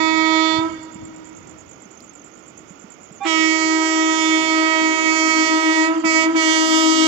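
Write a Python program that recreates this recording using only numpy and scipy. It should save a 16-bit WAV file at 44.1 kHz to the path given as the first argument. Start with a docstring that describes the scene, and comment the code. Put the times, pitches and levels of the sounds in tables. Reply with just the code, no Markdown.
"""Open country beside a railway, stereo microphone in the grass; the right port hears nearly all the treble.
An electric express, still far off, ends a blast on its air horn; crickets, soft thuds and faint wind rumble
fill the gap. At 3.2 s the horn squeals into a long blast, thrown back flatter by masts and trees, and a far
horn answers faintly. From 6 s come two more blasts, nearer. The partials waver in the moving air, and each
time the air pressure runs out, the pitch rises and they drop out from the top down."""
import sys
import numpy as np
from scipy import signal
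from scipy.fft import rfft, irfft
from scipy.io import wavfile
from scipy.ndimage import uniform_filter1d, map_coordinates

SR = 44100
rng = np.random.default_rng(int(sys.argv[2]) if len(sys.argv) > 2 else 0)


def put_to_file(sound):
    """Save the sound as 16-bit audio at rate SR, in the file named by the first command-line argument."""
    columns = np.atleast_2d(sound).T  # one column per channel
    safe = np.clip(columns, -1, 1)
    whole_steps = np.round(safe * 32767)
    wavfile.write(sys.argv[1], SR, whole_steps.astype(np.int16))


N = 311787
T = np.arange(N) / SR
FREQ = np.arange(N // 2 + 1) * SR / N + 1e-3
HORN_HZ, SHARP_HZ = 319.23, 11.5  # pitch at full pressure; its rise as the pressure empties


def undb(db):
    """Decibels to gain."""
    return 10 ** (np.asarray(db) / 20)


def on_right(left_db):
    """Gains of the two microphone ports for a source that is weaker on the left."""
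    return undb([[left_db], [0]])


def curves(table):
    """The columns of a table, joined by straight lines in time."""
    times, *columns = np.transpose(table)
    return [np.interp(T, times, column) for column in columns]


def colour(hz, points_hz, db):
    """Gain at hz of a spectrum drawn on a log-frequency axis."""
    return undb(np.interp(np.log(hz), np.log(points_hz), db))


def noise(gain):
    """Noise with the given gain at each frequency."""
    return irfft(rfft(rng.standard_normal(N)) * gain, N)


def unit(x):
    """Scale to rms 1."""
    return x / np.sqrt(np.mean(x ** 2))


def walk(rate):
    """Smooth random drift with about rate turns a second and spread near 1."""
    knots = rng.standard_normal(4096)
    coarse = map_coordinates(knots, [T[::32] * rate], order=3, mode="wrap")
    return np.interp(T, T[::32], coarse)


def lag(x, seconds):
    """One-pole smoothing, starting at rest on the first value."""
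    pole = np.exp(-1 / (seconds * SR))
    return x[0] + signal.lfilter([1 - pole], [1, -pole], x - x[0])


# Spectrum of the open country at the microphone: f/Hz, left density/dB, right density/dB
AIR_SPECTRUM = [(30, -106, -107), (61.3, -74.5, -81.5), (130, -77, -74), (287, -73.5, -70), (680, -90, -76),
                (1050, -99, -80), (1416, -96.5, -74.5), (1566, -103, -87), (2140, -107, -81),
                (3480, -111, -89.5), (4000, -112, -98), (5400, -113, -91), (7100, -122, -86),
                (8900, -122, -126), (11000, -120, -122), (14500, -114, -113)]
# Low wind rumble on the microphone, swelling and fading: t/s, relative level/dB
WIND_SWELL = [(0.0, -48), (0.47, -59), (0.57, -45), (0.9, -55), (1.02, -48), (1.22, -56), (1.48, -50.5),
              (2.15, -62), (2.44, -58.5), (5.77, -61.5), (6.0, -55), (6.99, -63)]


def open_air(rumble_db=55, rumble_hz=220, alike_hz=450, waver_db=2.0):
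    """Wind rumbles on the microphone under the hiss of the fields; only the bass is alike at both ports."""
    hz, *ports = np.transpose(AIR_SPECTRUM)
    bass = 1 / (1 + (FREQ / rumble_hz) ** 4)
    alike = 0.5 / (1 + (FREQ / alike_hz) ** 4)
    shared = rfft(rng.standard_normal(N))
    swell = undb(curves(WIND_SWELL)[0] + rumble_db + waver_db * walk(11))
    out = []
    for db in ports:
        field = np.sqrt(alike) * shared + np.sqrt(1 - alike) * rfft(rng.standard_normal(N))
        field = field * colour(FREQ, hz, db) * np.sqrt(SR / 2)
        rumble = irfft(field * bass, N) * swell
        hiss = irfft(field * (1 - bass), N) * undb(0.49 * walk(6))
        out.append(rumble + hiss)
    return np.array(out)


# Low thuds to either side: t/s, peak level/dB, f/Hz, left minus right/dB
LOW_THUDS = [(0.584, -33.5, 133, -25), (0.954, -31, 203, -4), (1.029, -39, 115, 15),
             (1.082, -34, 227, -4.0), (1.499, -56, 128.8, 12), (1.858, -39, 213, -7), (2.185, -49, 205, -6),
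             (2.601, -46, 192, -8), (2.705, -35, 202, -7), (2.841, -35.5, 220, -8), (3.008, -45, 239.4, -8),
             (3.109, -37, 190.7, -8), (3.391, -36, 239, -4.0), (3.645, -41, 194, -1.5),
             (4.29, -40, 200.2, 3), (4.414, -44, 203.4, 7), (4.814, -37, 234, 5), (6.049, -29, 240, -4)]


def thuds(rise_s=0.0042, droop=3):
    """Soft bumps of a few cycles each, sinking slightly in pitch."""
    out = np.zeros((2, N + SR))
    t = T[:SR // 8]
    envelope = t / rise_s * np.exp(1 - t / rise_s)
    for start, db, hz, pan_db in LOW_THUDS:
        bump = envelope * np.sin(2 * np.pi * hz * t * (1 - droop * t))
        at = int(start * SR)
        out[:, at:at + len(t)] += bump * undb([[db + pan_db / 2], [db - pan_db / 2]])
    return out[:, :N]


def tick(at_s=2.005, level_db=-39, decay_s=0.0023):
    """One tiny dry tick close to the right port."""
    snap = unit(noise(colour(FREQ, [3000, 4500, 7900, 9000, 14000], [-30, 4, -6, -22, -22])))
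    envelope = (T >= at_s) * np.exp(-np.abs(T - at_s) / decay_s)
    return snap * envelope * undb(level_db) * on_right(-30)


# Crickets in the grass on the right: first chirp t/s, chirp period/s, stroke spacing/s, strokes,
# stroke start f/Hz, stroke end f/Hz, relative level/dB
CRICKET_SONGS = [(.043, .1099, .018, 3, 7650, 6600, -34), (1.346, .1207, .020, 2, 6850, 6150, -37.5),
                 (.030, .1105, .022, 3, 7200, 6450, -41), (.66, .083, .017, 3, 7050, 6350, -42)]


def crickets(gain_db=-2, stroke_s=0.0123, scatter_db=2.5, jitter_s=.0012, rasp=0.27, smear_db=-4):
    """Each wing stroke is a short falling whistle; two or three make a chirp, each insect at its pace."""
    out = np.zeros(N + SR)
    progress = np.linspace(0, 1, int(stroke_s * SR))
    envelope = np.sin(np.pi * progress) ** 2
    accents_db = [-3, 0, -7]
    for first, period, spacing, strokes, high_hz, low_hz, db in CRICKET_SONGS:
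        chance = rng.standard_normal((128, int(strokes), 3))
        for chirp, start in enumerate(np.arange(first, T[-1], period)):
            for stroke, (late, loud, sharp) in enumerate(chance[chirp]):
                hz = (high_hz + (low_hz - high_hz) * progress) * (1 + 0.0062 * sharp)
                whistle = envelope * np.sin(2 * np.pi * np.cumsum(hz) / SR)
                at = max(int((start + stroke * spacing + jitter_s * late) * SR), 0)
                out[at:at + len(whistle)] += whistle * undb(db + scatter_db * loud + accents_db[stroke])
    song = out[:N] * (1 + rasp * walk(550))
    # grass and ballast smear each stroke
    t = T[:SR // 16]
    smear = rng.standard_normal(len(t)) * np.exp(-t / 0.0088)
    song = song + undb(smear_db) * signal.fftconvolve(song, smear / np.linalg.norm(smear))[:N]
    return song * undb(gain_db) * on_right(-38)


# Partials of the horn in the far distance: multiple, level/dB
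FAR_PARTIALS = [(1, -52), (2, -56), (3, -55), (4, -54)]


def far_horn(start=4.12, end=5.63, rest_hz=344, sharp_hz=55, settle_s=0.11, fade_s=0.29):
    """A faint, higher horn far away slides down onto its note and holds it."""
    since = np.maximum(T - start, 0)
    phase = 2 * np.pi * np.cumsum(rest_hz + sharp_hz * np.exp(-since / settle_s)) / SR
    tone = sum(undb(db + 2 * walk(7.1)) * np.cos(k * phase) for k, db in FAR_PARTIALS)
    envelope = np.clip(np.minimum(since, end - T) / fade_s, 0, 1)
    return np.sqrt(2) * tone * envelope * on_right(-6)


def countryside(direct, wet_db=-23, low_t60=6.05, high_t60=2.75, split_hz=500, treble_db=-2, flat=.003):
    """Woods and buildings off to the side return a diffuse tail, a little flat: it beats with the horn."""
    t = T[:3 * SR]
    low_pass = signal.butter(2, split_hz, fs=SR, output="sos")
    band_pass = signal.butter(1, [split_hz, 4000], "band", fs=SR, output="sos")
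    build_up = 1 - np.exp(-t / 0.045)
    out = []
    for port in direct:
        white = rng.standard_normal((2, len(t)))
        low = signal.sosfilt(low_pass, white[0]) * undb(-60 * t / low_t60)
        high = signal.sosfilt(band_pass, white[1]) * undb(treble_db - 60 * t / high_t60)
        tail = (low + high) * build_up / np.sqrt(SR / 10)
        flattened = np.interp(T * (1 - flat), T, port)
        out.append(signal.fftconvolve(flattened, tail)[:N])
    return undb(wet_db) * np.array(out)


# Doppler spread of the echoes from along the track: share of the direct pitch, relative level/dB
DOPPLER_SPREAD = [(0.811, -15), (0.83, 1.5), (.87, -14.5), (.93, -10), (0.981, 5.5), (0.993, 10.5),
                  (1.001, 12.5), (1.008, -7), (1.031, -14), (1.09, -22)]


def trackside(loudness, level_db=-33, drone_db=-36, growth_db_per_s=.9, tilt_db=-1.5, linger=0.32):
    """Masts and trees around the moving horn echo each partial as a band of mostly lowered pitches."""
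    ratio, spread_db = np.transpose(DOPPLER_SPREAD)

    def band(k):
        return undb(np.interp(FREQ / (k * HORN_HZ), ratio, spread_db, left=-200, right=-200))

    multiple, _, near_db = np.transpose(HORN_PARTIALS)
    evened_db = (near_db + uniform_filter1d(near_db, 3)) / 2  # many paths even out the partials
    power = 1e-18
    for k, db in zip(np.round(multiple), evened_db):
        power = power + (band(k) * undb(db + tilt_db * np.log2(k))) ** 2 / k
    left = noise(np.sqrt(power) * colour(FREQ, *np.transpose(LEFT_RESPONSE))) * undb(1)
    right = noise(np.sqrt(power))
    overtones = np.array([left, right]) / right.std()
    drone = unit(noise(band(1))) + np.array([unit(noise(band(1))) for _ in range(2)]) / 2
    near, far = lag(loudness, seconds=0.076), lag(loudness, seconds=0.5)
    nearing = undb(growth_db_per_s * np.maximum(T - 5, -2))
    return nearing * (undb(level_db) * (near + linger * far) * overtones + undb(drone_db) * far * drone)


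def rush(pitch, loudness, level_db=-31, growth_db=8, full_at_sharp_hz=9):
    """A rough rush of noise rises as each blast sags, louder as the train nears."""
    off_pitch = np.clip((pitch - HORN_HZ) / full_at_sharp_hz, 0, 1) ** 2
    rough = unit(noise(colour(FREQ, [300, 900, 2400, 4000, 7500, 9000], [-14, 1, -0.5, -15, -29.5, -51])))
    nearing = undb(level_db + growth_db * (T / T[-1] - 0.5))
    return nearing * rough * off_pitch * loudness * on_right(-12)


# Tones of the diaphragm's squeal ahead of the long blast: f/Hz, level/dB
SQUEAL_TONES = [(800, -22.5), (1130, -33), (1600, -45), (2400, -36.5), (3560, -46)]


def squeal(start=3.203, full=3.222, fade=3.245, end=3.295, spit_db=-27, spit_s=3.267, width_s=0.022):
    """The valve opens: the diaphragm squeals on a high mode and spits air before it locks in."""
    swell = np.interp(T, [start, full, fade, end], [0, 1, 1, 0])
    tone = sum(undb(db) * np.cos(2 * np.pi * hz * T + 0.4 * walk(70)) for hz, db in SQUEAL_TONES)
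    spit = unit(noise(colour(FREQ, [500, 1100, 2200, 4000, 8000, 9000], [-21, -1, 5.5, -6.5, -13.5, -49])))
    burst = undb(spit_db) * np.exp(-((T - spit_s) / width_s) ** 2)
    return (np.sqrt(2) * tone * swell + spit * burst) * on_right(-11)


# Partials of the train's weak second horn: multiple, level/dB
SECOND_PARTIALS = [(1, -41), (2, -48.5), (3, -71.5), (4, -57)]


def second_horn(phase, loudness, minor_third=1.192):
    """A second horn on the same air line barely speaks, a minor third up."""
    tone = sum(undb(db + 2 * walk(4)) * np.cos(k * minor_third * phase) for k, db in SECOND_PARTIALS)
    return np.sqrt(2) * tone * loudness * on_right(-3)


# Pulls of the horn valve: opening t/s, closing t/s, share of full pressure, attack/s, release/s
VALVE_PULLS = [(-.3, 0.548, 0.98, 0.02, .1), (3.243, 5.825, 0.99, 0.02666, 0.1128),
               (6.032, 6.221, 0.88, 0.015, 0.0945), (6.34, 7.3, 0.97, 0.0211, .1)]


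def air_pressure():
    """Each pull fills the horn quickly, holds, and lets the air run out more slowly."""
    pulls = []
    for opens, closes, full, attack, release in VALVE_PULLS:
        filling = 1 - np.exp(-np.maximum(T - opens, 0) / attack)
        emptying = np.exp(-np.maximum(T - closes, 0) / release)
        pulls.append(full * filling * emptying)
    return np.max(pulls, axis=0)


def speaking(pressure, threshold, steepness):
    """Strength 0-1 of a partial that needs a certain pressure to sound."""
    drive = (np.maximum(pressure, 1e-6) / threshold) ** steepness
    return drive / (1 + drive)


# The nearing horn at the microphone: t/s, fundamental left level/dB, fundamental right level/dB,
# left gain of the overtones/dB, echo share of the fundamental
HORN_APPROACH = [(.3, -22, -14.5, -14.5, 0.038), (3.4, -20, -16, -10.5, 0.24), (4.1, -17, -18.5, -6.5, .2),
                 (4.9, -18.5, -19.5, -3, .25), (5.6, -17, -21, -2, 0.5), (6.2, -16, -19.5, -2, 0.26),
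                 (6.8, -11, -22, 3, 0.26)]
# An echo from beside the track falls flatter as the angle to it opens: t/s, f below the horn/Hz
SIDE_ECHO_FLATNESS = [(4.3, 3.3), (5, 4.3), (5.2, 6.2), (5.7, 7.4), (5.85, 9), (6.05, 7.3)]


def fundamental(phase, pressure, sag, port_lag_rad=1.2, flutter_rad=.04, cancel_s=5.749, rear_ratio=.84):
    """The lowest partial throbs against its flatter echoes; as pressure sags, faster and deeper."""
    left_db, right_db, _, echo_share = curves(HORN_APPROACH)
    slack = np.clip(sag / 0.98, 0, 1)
    beat_hz = curves(SIDE_ECHO_FLATNESS)[0] + .69 * SHARP_HZ * sag  # the late echo misses most of a bend
    beats = np.cumsum(beat_hz) / SR
    behind = 2 * np.pi * (beats - np.interp(cancel_s, T, beats))  # the echo opposes the horn at cancel_s
    angle = np.array([phase - port_lag_rad + flutter_rad * walk(25), phase + flutter_rad * walk(25)])
    side_echo = echo_share * (1 + 1.4 * slack) * np.cos(angle - behind)
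    # a much flatter echo from behind the train grows by 9 dB a second and roughens the tone
    rear_gain = undb(-17.5 + 9 * (T - T[-1]) + 2 * walk(7))
    rear_echo = rear_gain * np.cos(rear_ratio * phase + .8 * walk(8))
    right_db = right_db + slack * (left_db + 1.5 - right_db)  # nearly alike at both ports as it empties
    gain = undb(np.array([left_db, right_db]) + 0.5 * walk(15))
    build_up = lag(speaking(pressure, threshold=0.21, steepness=3.9), seconds=0.0048)
    return (np.cos(angle) - side_echo + rear_echo) * gain * build_up


# Spectrum of the horn: multiple, relative level far off/dB, relative level nearer/dB
HORN_PARTIALS = [(1.94, -25.5, -23.5), (3.09, -17.5, -18), (3.7, -11.5, -12), (5, -38.5, -29.5),
                 (5.65, -16.5, -17.5), (7.014, -14, -14.5), (8.58, -30.5, -34.5), (9.25, -43, -21.5),
                 (9.78, -34.5, -21.5), (10.87, -19, -25), (11.98, -34.5, -34.5), (13.79, -28.5, -29),
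                 (14.51, -22.5, -23), (15.9, -45.5, -34), (15.7, -33, -34), (16.4, -35, -26.5),
                 (18.1, -34, -28), (19, -43, -32), (19.7, -45, -29.5), (21.05, -33, -26), (22.5, -39, -27),
                 (23.78, -41, -33), (24.26, -60, -41), (26.4, -53, -38), (26.64, -55, -40),
                 (27.05, -74, -61), (31, -86.5, -56), (33.4, -93, -55), (37.2, -85, -68), (43, -92, -75.5),
                 (49, -80, -78.5)]
# The overtones at the microphone's left port: f/Hz, left minus right/dB
LEFT_RESPONSE = [(640, -1.5), (960, -4.5), (1280, -14.5), (1600, 2), (1920, -35.5), (2240, -14.5),
                 (2560, -11.5), (3200, -21), (4160, -19), (5440, -25.5), (6080, -38.5), (7680, -37.5),
                 (9920, -22.5), (15680, -13.5)]
# Body (partials 2-5), blare (6-12), edge (13-49): base level/dB, pressure share to speak, steepness
HORN_REGISTERS = [(-20.5, 0.31, 3.5), (-18, 0.57, 5.1), (-25, 0.64, 9)]
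# The treble swells and fades on its way to the microphone: t/s, blare gain/dB, edge gain/dB,
# gain of the highest partials/dB, bite of partials 9-12 over 6-8/dB
TREBLE_PATH = [(.1, 1.5, -4.5, -13, -1), (.45, -0.5, -1.5, -18, 8.5), (3.31, 0, 1.5, -4.5, 3.5),
               (3.5, 2, 0, -14, -5), (3.85, -1.5, 1.5, -1, -2.5), (4.1, -1.5, -1.5, -5, 1.5),
               (4.45, 1, -1, 1, 1), (4.95, 0.5, -1, -7, -3.5), (5.3, 2, 3, 0.5, -2.5), (5.7, -1, -2, 4, -5),
               (6.1, 3, 2.5, -2, -7.5), (6.43, 1, 3.5, 0, -1), (6.7, -1.5, 3.5, 10, 8.5),
               (6.95, -1.5, 4, 5.5, 12.5)]


def horn_overtones(phase, pressure, fade_db=2.0, swell_db=0.96, flutter=0.15, flutter_hz=30,
                   dispersion=0.0599, wander_rad=0.64, port_delay_s=0.00026):
    """The diaphragm chops the air into sharp pulses; the higher registers need more pressure to sound."""
    out = 0
    far_off = T < 2  # the first blast
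    left_gain = undb(curves(HORN_APPROACH)[2])
    body = np.where(far_off, undb(3), 1)
    blare, edge, top, bite = map(undb, curves(TREBLE_PATH))
    multiple, far_db, near_db = np.transpose(HORN_PARTIALS)
    registers = (range(2, 6), body), (range(6, 13), blare), (range(13, 50), edge)
    for (harmonics, path), (level_db, threshold, steepness) in zip(registers, HORN_REGISTERS):
        left, right, power = 0, 0, 0
        for n in harmonics:
            size = undb(np.where(far_off, np.interp(n, multiple, far_db), np.interp(n, multiple, near_db)))
            # the air acts more on a partial the higher it lies
            size = size * (bite if 9 <= n <= 12 else top ** (max(n - 23, 0) / 13))
            # turbulence trades strength between the partials, the short waves most
            depth = min(n / 8, 1.3)
            size = size * undb(fade_db * depth * walk(3.227))
            power = power + size ** 2
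            # scattered paths add a quick flutter
            quiver = flutter * min(n / 5, 1.2)
            size = size * (1 + quiver * walk(flutter_hz))
            # the bell delays the partials unequally, which smears each pulse
            angle = n * phase + dispersion * n * n
            angle = angle + wander_rad * depth * walk(4) + quiver * walk(flutter_hz)
            hz = n * HORN_HZ
            left_size = size * colour(hz, *np.transpose(LEFT_RESPONSE))
            left = left + left_size * np.cos(angle - 2 * np.pi * hz * port_delay_s)
            right = right + size * np.cos(angle)
        strength = undb(level_db + swell_db * walk(8.7)) * path * speaking(pressure, threshold, steepness)
        out = out + np.array([left * left_gain, right]) * strength / np.sqrt(power)
    return np.sqrt(2) * out


def scene():
    """The horn and its echoes over the sounds of the fields, heard from beside the track."""
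    pressure = air_pressure()
    sag = 1 - lag(pressure, seconds=0.013)  # the air column takes a moment to follow the pressure
    pitch = HORN_HZ + SHARP_HZ * sag
    phase = 2 * np.pi * np.cumsum(pitch + .14 * walk(14) + 0.18 * walk(90)) / SR
    loudness = speaking(pressure, *HORN_REGISTERS[0][1:])  # follows the body register
    horn = fundamental(phase, pressure, sag) + horn_overtones(phase, pressure)
    direct = horn + second_horn(phase, loudness) + squeal() + rush(pitch, loudness)
    echoes = countryside(direct) + trackside(loudness)
    return direct + echoes + far_horn() + crickets() + tick() + thuds() + open_air()


def record(dry, fade_in_s=.004, top_hz=15760):
    """The sound fades in within a few milliseconds; the microphone cuts the highest treble."""
    opening = np.minimum(T / fade_in_s, 1)
    return signal.sosfilt(signal.ellip(10, .1, 80, top_hz, fs=SR, output="sos"), dry * opening)


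dry = scene()
out = record(dry)
put_to_file(out)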